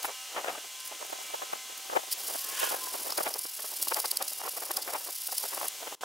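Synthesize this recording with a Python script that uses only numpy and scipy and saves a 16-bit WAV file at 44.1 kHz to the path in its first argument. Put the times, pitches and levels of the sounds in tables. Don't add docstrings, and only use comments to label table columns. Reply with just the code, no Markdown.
import sys
import numpy as np
from scipy.fft import rfft, irfft, next_fast_len
from scipy.io import wavfile
from scipy.ndimage import map_coordinates

SR = 44100
rng = np.random.default_rng(int(sys.argv[2]) if len(sys.argv) > 2 else 0)


def to_wav(s):
    ch = np.atleast_2d(s).T
    pcm = np.round(np.clip(ch, -1, 1) * 32767)
    wavfile.write(sys.argv[1], SR, pcm.astype(np.int16))


N = 266364
TIME = np.arange(N) / SR


def amp(db):
    return 10 ** (np.asarray(db) / 20)


def unit(x):
    return x / np.sqrt(np.mean(x ** 2) + 1e-20)


def along(points, hz):
    f, v = np.transpose(points)
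    return np.interp(np.log(hz + 1), np.log(f + 1), v)


def curves(rows):
    s, *columns = np.transpose(rows)
    return [np.interp(TIME, s, column) for column in columns]


def wobble(rate):
    knots = rng.standard_normal(int(N * rate / SR) + 4)
    return map_coordinates(knots, [TIME * rate])


def filtered(x, response):
    size = next_fast_len(N + SR // 2)
    spectrum = rfft(x, size) * response(np.fft.rfftfreq(size, 1 / SR))
    return irfft(spectrum, size)[..., :N]


def colour(spectrum):
    return lambda hz: amp(along(spectrum, hz))


def resonances(modes):
    def mode(f, centre, width, db):
        return amp(db) * 1j * f * width / (centre * centre - f * f + 1j * f * width)
    return lambda f: sum(mode(f, *row) for row in modes)


def rush(response, alike, grain=1):
    def mid_side(hz):
        turn = np.arccos(np.clip(along(alike, hz), -1, 1)) / 2
        return response(hz) * np.array([np.cos(turn), np.sin(turn)])
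    mid, side = filtered(grain * rng.standard_normal((2, N)), mid_side)
    return unit(np.array([mid + side, mid - side]))


def swells(times, levels_db, widths, skirt_db):
    power = np.zeros(N)
    for s, db, width in zip(times, levels_db, widths):
        centre = int(s * SR)
        near = slice(max(centre - SR // 10, 0), centre + SR // 10)
        u = np.abs(TIME[near] - s) / max(width, 1 / SR)
        bell = np.exp(-u ** 2 / 2)
        skirt = amp(skirt_db) ** 2 * np.exp(-u / 2)
        power[near] += amp(db) ** 2 * (bell + skirt)
    return np.sqrt(power)


# t/s, strokes per s
PACE = [(2.176, 17.9), (2.3, 35.47), (2.55, 39.17), (2.8, 42.59), (3.0, 42.03), (3.2, 37.42), (3.45, 39.11),
        (3.65, 35.64), (4.0, 34.47), (4.3, 37.84), (4.55, 36.03), (4.8, 36.22), (5.1, 35.62), (5.4, 36.54),
        (5.69, 37.21)]


def travel():
    s, per_s = np.transpose(PACE)
    return np.cumsum(np.interp(TIME, s, per_s, left=0, right=0)) / SR


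# t/s, level/dB
PRESSURE = [(2.18, -40.5), (2.27, -35.5), (2.5, -37), (2.7, -34), (2.77, -39), (2.95, -36.5), (3.15, -39.5),
            (3.55, -38.5), (3.85, -34.5), (4.03, -35), (4.15, -41.5), (4.4, -38.5), (4.75, -38.5),
            (4.88, -40.5), (5.08, -37.5), (5.67, -36.5)]
# f/Hz, density/dB per Hz
RASP = [(500, -39), (2000, -26), (3800, -5), (5200, -5), (7000, 0), (8800, 2), (10500, 5), (13500, 3),
        (15500, -1)]
# f/Hz, width/Hz, level/dB
METAL = [(4700, 85, -6), (4895, 170, 3), (5210, 174, 0), (5500, 190, 1), (5340, 97, -5), (9460, 240, -3),
         (9730, 110, -7), (10050, 120, 5), (10440, 170, -0.5), (11950, 200, -10), (11900, 170, 3.5),
         (12350, 250, -18), (13200, 200, -15), (13950, 180, -19), (15600, 150, -5), (15300, 240, 0)]
# f/Hz, coherence
FILE_ALIKE = [(2000, 0.985), (8000, 0.995)]
UNEVEN_DB, PUSH_DB = 1.75, 0.47


def strokes(turn_db, sharpness, grit_db, chatter_db, rasp_db, metal_db):
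    done = travel()
    speed = np.abs(np.sin(np.pi * done))
    level_db, = curves(PRESSURE)
    index = np.arange(int(done[-1]) + 1)
    push_pull_db = PUSH_DB * (-1) ** index
    own_db = UNEVEN_DB * rng.standard_normal(len(index)) + push_pull_db
    pressure = amp(level_db + own_db[done.astype(int)] + chatter_db * wobble(240))
    contact = (done > 0) & (done < done[-1])
    grit = amp(grit_db * wobble(3000))
    rasp = amp(rasp_db) * rush(colour(RASP), FILE_ALIKE, grit)
    metal = amp(metal_db) * rush(resonances(METAL), FILE_ALIKE, grit)
    return contact * pressure * (amp(turn_db) + speed ** sharpness) * (rasp + metal)


# t/s, level/dB, half-length/s, casting's ring over the snag/dB
CATCHES = [(0.0305, -32, 0.0011, -3), (0.053, -35, 0.008, -13), (0.8044, -40.5, 0.0018, -1),
           (0.858, -40, 0.0045, -6), (0.8777, -35, 0.0022, -13), (1.779, -37.5, 0.0022, -11),
           (2.1175, -31, 0.003, -5), (2.1275, -26, 0.0043, -4.5), (2.599, -29, 0.0037, -12),
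           (3.1058, -33.5, 0.0014, 6.5), (3.1236, -34.5, 0.0011, 6.5), (3.179, -26.5, 0.0019, -0.5),
           (3.234, -28, 0.0025, -9), (3.341, -24.5, 0.00051, 1.5), (3.392, -29, 0.0007, -18),
           (3.769, -36, 0.003, -9), (3.828, -22, 0.00095, -21), (3.885, -20, 0.00082, -6),
           (3.9448, -20, 0.00047, 1), (4.002, -22, 0.00084, -3.5), (4.0583, -26.5, 0.0014, 1),
           (4.1145, -20, 0.0013, -6), (4.172, -19.5, 0.00084, -4), (4.2256, -25.5, 0.0011, -1.5),
           (4.283, -29, 0.0024, -5.5), (4.334, -29, 0.001, -19), (4.4936, -29, 0.0016, -23),
           (4.7154, -25, 0.0012, -10.5), (4.7705, -24.5, 0.0016, -2.5), (4.8264, -33.5, 0.003, 1.5),
           (4.9365, -30.5, 0.0015, -6), (5.2735, -31, 0.0016, -21), (5.3823, -22.5, 0.0014, -3.5),
           (5.6834, -22.5, 0.0011, -27)]
# f/Hz, density/dB per Hz
SNAG = [(600, -43), (2000, -15), (4000, -9.5), (7000, -2), (10500, 5.5), (13000, 1), (15500, 3)]
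# f/Hz, width/Hz, level/dB
RING = [(4340, 1600, -15), (4750, 610, 8.5), (5043, 83, 13.5)]


def catches(snag_db, ring_db, metal_db, grit_db):
    events = np.vstack([CATCHES, edge_ticks(share_db=-17), crinkles(count=12)])
    s, db, width, share_db = events.T
    grit = amp(grit_db * wobble(3000))
    metal = amp(metal_db) * rush(resonances(METAL), FILE_ALIKE, grit)
    tear = rush(colour(SNAG), FILE_ALIKE, grit) + metal
    spit = swells(s, db + snag_db, width, skirt_db=-13) * tear
    ring_swell = swells(s, db + share_db + ring_db, width, skirt_db=-5.5)
    return spit + ring_swell * rush(resonances(RING), FILE_ALIKE)


EDGE_AT, EDGE_DB, EDGE_SCATTER_DB, EDGE_S = 0.716, 1, 2.5, 0.0018


def edge_ticks(share_db):
    done = travel()
    level_db, = curves(PRESSURE)
    pushes = np.arange(0, int(done[-1]), 2)
    at = np.searchsorted(done, pushes + EDGE_AT)
    db = level_db[at] + EDGE_DB + EDGE_SCATTER_DB * rng.standard_normal(len(at))
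    caught = np.interp(np.transpose(CATCHES)[0], TIME, done).astype(int)
    light = ~np.isin(done[at].astype(int), caught)
    return [(s, level, EDGE_S, share_db) for s, level in zip(TIME[at][light], db[light])]


CRINKLE_FROM_S, CRINKLE_TO_S = 0.95, 1.42
CRINKLE_DB, CRINKLE_SCATTER_DB, CRINKLE_S = -42.5, 2, 0.00091


def crinkles(count):
    times = CRINKLE_FROM_S + (CRINKLE_TO_S - CRINKLE_FROM_S) * rng.random(count)
    db = CRINKLE_DB + CRINKLE_SCATTER_DB * rng.standard_normal(count)
    return [(s, level, CRINKLE_S, -9) for s, level in zip(times, db)]


# t/s, level/dB, half-length/s, left minus right/dB
BUMPS = [(0.051, -28, 0.0036, 0.5), (0.092, -37, 0.007, 0), (0.38, -30.5, 0.011, 2),
         (0.444, -36.5, 0.0034, 4), (0.487, -31.5, 0.012, 2.5), (0.583, -36.5, 0.0022, 0.5),
         (0.923, -44, 0.0054, -2), (1.026, -40, 0.0022, -4), (1.051, -40, 0.0016, -2),
         (1.131, -30.5, 0.0015, -2), (1.189, -41.5, 0.003, 0), (1.346, -32.5, 0.0045, -0.5),
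         (1.428, -34, 0.0055, 1), (1.535, -28.5, 0.0024, 3), (1.901, -30, 0.0018, 2),
         (1.933, -30, 0.0066, -0.5), (1.967, -22, 0.0045, 5.5), (2.206, -45, 0.0046, 4),
         (2.303, -40, 0.0053, 1), (2.349, -37, 0.0024, -1), (2.633, -24.5, 0.006, -4),
         (2.677, -35, 0.0022, -5), (2.724, -31, 0.0066, 1), (2.747, -29, 0.0023, 0),
         (2.947, -35.5, 0.0052, 0), (3.069, -37, 0.0052, -2), (3.102, -33.5, 0.0035, 2),
         (3.124, -32.5, 0.0024, -2), (3.186, -27.5, 0.0039, 2), (3.21, -25, 0.0028, 2),
         (3.272, -29, 0.007, 0), (3.36, -42, 0.0072, -1), (3.454, -35.5, 0.0014, 1),
         (3.597, -44, 0.0037, 0), (3.643, -43.5, 0.0024, 0), (3.737, -45, 0.0038, -1),
         (3.873, -33, 0.0013, 0), (3.922, -29, 0.0027, 1), (3.978, -34, 0.0092, 3),
         (4.051, -33.5, 0.0042, 2.5), (4.217, -36, 0.0079, 1.5), (4.416, -40, 0.0015, 4),
         (4.453, -35.5, 0.0071, -2), (4.477, -35, 0.003, 0), (4.577, -39.5, 0.007, 0.5),
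         (4.63, -40.5, 0.0055, 0.5), (4.706, -37, 0.0063, 2.5), (4.782, -39, 0.0067, 2),
         (4.885, -34, 0.0062, 1), (4.952, -33.5, 0.0097, 1), (5.081, -44.5, 0.011, 1.5),
         (5.291, -40, 0.0024, -1), (5.328, -40.5, 0.0031, 0.5), (5.459, -44, 0.0035, 0),
         (5.53, -39.5, 0.007, 2.5), (5.578, -33, 0.0033, 2), (5.623, -36, 0.0081, 1),
         (5.654, -36, 0.0053, -0.5), (5.829, -43, 0.0061, -0.5), (5.876, -34.5, 0.003, 1)]
# t/s, sideways share 0-1
SIDEWAYS = [(0, 0), (.9, 0.02), (1.15, 0.79), (1.95, 0.85), (2.27, 0.44), (2.62, 0.95), (2.74, 0.65),
            (3.21, 0.62), (3.26, 0), (6, 0)]
# f/Hz, density/dB per Hz
THUD = [(25, -30), (100, -37), (180, -34), (300, -13.5), (450, -4), (750, 4.5), (1100, 0.5), (1600, -9.5),
        (2500, -13.5), (4000, -20), (8000, -55)]
# f/Hz, density/dB per Hz
NUDGE = [(25, -30), (110, -28), (200, -18), (330, -4), (500, 2), (720, 1), (1100, -7.5), (1800, -9.5),
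         (4000, -25.5)]
# f/Hz, density/dB per Hz
SWAY = [(25, -29), (100, -26), (180, -26), (300, -14), (450, -2.5), (750, 6), (1100, 1.5), (1600, -7.5),
        (2500, -13.5), (4000, -29), (8000, -55)]


def bumps(bump_db, rough_db, judder_db, crackle_db, hard_db):
    s, db, width, pan_db = np.vstack([BUMPS, small_jolts(count=70)]).T
    sideways = np.clip(np.interp(s, *np.transpose(SIDEWAYS)), .01, .99)

    def force(share):
        share_db = 10 * np.log10(share)
        return np.array([swells(s, db + bump_db + side * pan_db / 2 + share_db, width, skirt_db=-11)
                         for side in (1, -1)])

    def shake(spectrum):
        return rush(colour(spectrum), [(100, 1)], amp(rough_db * wobble(700)))

    judder = unit(amp(judder_db * wobble(190)))
    straight = judder * force(1 - sideways)
    across = judder * force(sideways)
    hard = straight / (straight + across + amp(hard_db))
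    thud = straight * (np.sqrt(1 - hard) * shake(NUDGE) + np.sqrt(hard) * shake(THUD))
    sway = across * shake(SWAY) * [[1], [-1]]
    crackle_colour = colour([(500, -37), (1300, 0), (3000, -8.5), (6000, -33)])
    crackle = rush(crackle_colour, [(1500, -0.72)], amp(4.3 * wobble(900)))
    return thud + sway + amp(crackle_db) * straight * hard ** 2 * crackle


JOLT_DB, JOLT_SCATTER_DB, JOLT_S = 10, 2.5, 0.0039


def small_jolts(count):
    times = (np.arange(count) + rng.random(count)) * TIME[-1] / count
    strength, lean = rng.standard_normal((count, 2)).T
    db = np.interp(times, *np.transpose(RUMBLE_LEVEL)) + JOLT_DB + JOLT_SCATTER_DB * strength
    return [(s, level, JOLT_S, pan_db) for s, level, pan_db in zip(times, db, 2 * lean)]


# t/s, whine f/Hz, whine level/dB, roar level/dB
VEHICLE = [(2.2, 1120, -74, -80), (2.45, 1085, -55, -52), (2.56, 1060, -53.5, -40.5),
           (2.63, 1054, -47.5, -33), (2.72, 1025, -49.5, -43), (2.82, 1016, -48.5, -64),
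           (3.05, 987, -61, -65)]
# multiple of its f, level/dB
WHINE = [(1, -0.5), (1.38, -1), (1.58, 2), (1.66, -3)]
# f/Hz, density/dB per Hz
ROAR = [(200, -32), (600, -15), (1200, -7), (1680, -5), (2100, -6.5), (3000, -2), (4200, -11.5),
        (7000, -7.5), (12000, -18)]
# f/Hz, coherence
AIR_ALIKE = [(300, 1), (2000, 0.96), (8000, 0.87)]


def vehicle(waver):
    whine_hz, whine_db, roar_db = curves(VEHICLE)
    closeness = amp((roar_db - roar_db.max()) / 2)
    whine = 0
    for i, (multiple, db) in enumerate(WHINE):
        hz = multiple * whine_hz * (1 + waver * wobble(60))
        partial = np.sqrt(2) * np.sin(2 * np.pi * np.cumsum(hz) / SR)
        strength = amp(db + 2.8 * wobble(30.03))
        whine = whine + strength * partial * (closeness if i else 1)
    fade_in = np.clip((TIME - 2) / 0.29, 0, 1)
    fade_out = np.clip((3.3 - TIME) / 0.27, 0, 1)
    roar = amp(roar_db) * rush(colour(ROAR), AIR_ALIKE)
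    return fade_in * fade_out * (amp(whine_db) * whine + roar)


# t/s, level/dB
RUMBLE_LEVEL = [(0, -62), (.3, -69.5), (.53, -50.5), (.74, -70), (1.02, -55.5), (1.75, -57.5), (2.1, -58),
                (2.35, -52.5), (3.28, -51.5), (3.46, -70.5), (3.72, -57.5), (4.5, -59.5), (4.92, -55.5),
                (5.18, -72.5), (5.48, -54.5), (5.74, -60.5), (5.95, -48.5)]
# f/Hz, density/dB per Hz
RUMBLE = [(25, -21), (110, -24), (200, -11), (330, -1.5), (500, -0.5), (720, -0.5), (1100, -1), (1800, -11),
          (4000, -16)]
# t/s, level/dB
HISS_LEVEL = [(0, -41.5), (.75, -43), (1.35, -41.5), (1.7, -42.5), (2.35, -42), (3.15, -43), (3.45, -48.5),
              (3.75, -44.5), (4.6, -46.5), (5.17, -46), (5.5, -43), (6.02, -43)]
# f/Hz, density/dB per Hz
HISS = [(100, -57), (600, -7), (1500, -4), (2400, -0.5), (2950, 4.5), (3700, 2.5), (4600, 1), (6300, 4),
        (9000, 0), (12000, -4), (15500, -7.5)]
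# t/s, level/dB
FIZZ_LEVEL = [(0, -58), (1.65, -57), (2, -47), (2.9, -59), (5.45, -61), (5.72, -45), (5.94, -47),
              (6.02, -62)]


def workshop(rumble_db, hiss_db):
    low_db, high_db, fizz_level_db = curves(RUMBLE_LEVEL) + curves(HISS_LEVEL) + curves(FIZZ_LEVEL)
    flutter = amp(3.5 * wobble(60))
    rumble = amp(low_db + rumble_db) * flutter * rush(colour(RUMBLE), [(300, 1.0)])
    hiss = amp(high_db + hiss_db) * rush(colour(HISS), AIR_ALIKE)
    fizz_colour = colour([(1500, -25), (5000, -5), (15000, -4)])
    fizz = amp(fizz_level_db) * rush(fizz_colour, AIR_ALIKE)
    return rumble + hiss + fizz


# t/s, level/dB
HUM_LEVEL = [(0, -50.5), (.7, -54), (1.3, -49.5), (2.1, -53), (3.2, -55.5), (4, -55), (5.1, -58.5),
             (6, -52.5)]
# multiple of the fundamental, relative level/dB before wavering
HUM = [(3, 0), (4, 1), (5, -1), (6, 0), (8, 0.5), (9, 1.5), (10, -7), (11, 4.5), (12, -1), (13, 2.5),
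       (14, -12), (16, -2.5)]
HUM_HZ = 257.65


def hum(waver_db):
    level_db, = curves(HUM_LEVEL)
    hz = HUM_HZ * (1 + 0.00057 * wobble(12))
    phase = 2 * np.pi * np.cumsum(hz) / SR
    tone = 0
    for multiple, db in HUM:
        strength = amp(db + waver_db * wobble(10))
        tone = tone + strength * np.sin(multiple * phase + rng.uniform(0, 2 * np.pi))
    return amp(level_db) * unit(tone)


def scene():
    rasp = strokes(turn_db=-20.5, sharpness=0.59, grit_db=2.5, chatter_db=1.5, rasp_db=-1.5, metal_db=-5.5)
    snags = catches(snag_db=1.0, ring_db=-4.0, metal_db=-14.5, grit_db=2.0)
    jolts = bumps(bump_db=0.35, rough_db=2.5, judder_db=2.5, crackle_db=-1.5, hard_db=-53.5)
    background = workshop(rumble_db=-0.45, hiss_db=-0.5) + hum(waver_db=3.5)
    return rasp + snags + jolts + vehicle(waver=0.011) + background


TOP_HZ = 15780


def record(dry):
    dip = (TIME > 5.951) & (TIME < 6.009)
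    return filtered(dry * amp(-24 * dip), lambda hz: hz < TOP_HZ)


dry = scene()
out = record(dry)
to_wav(out)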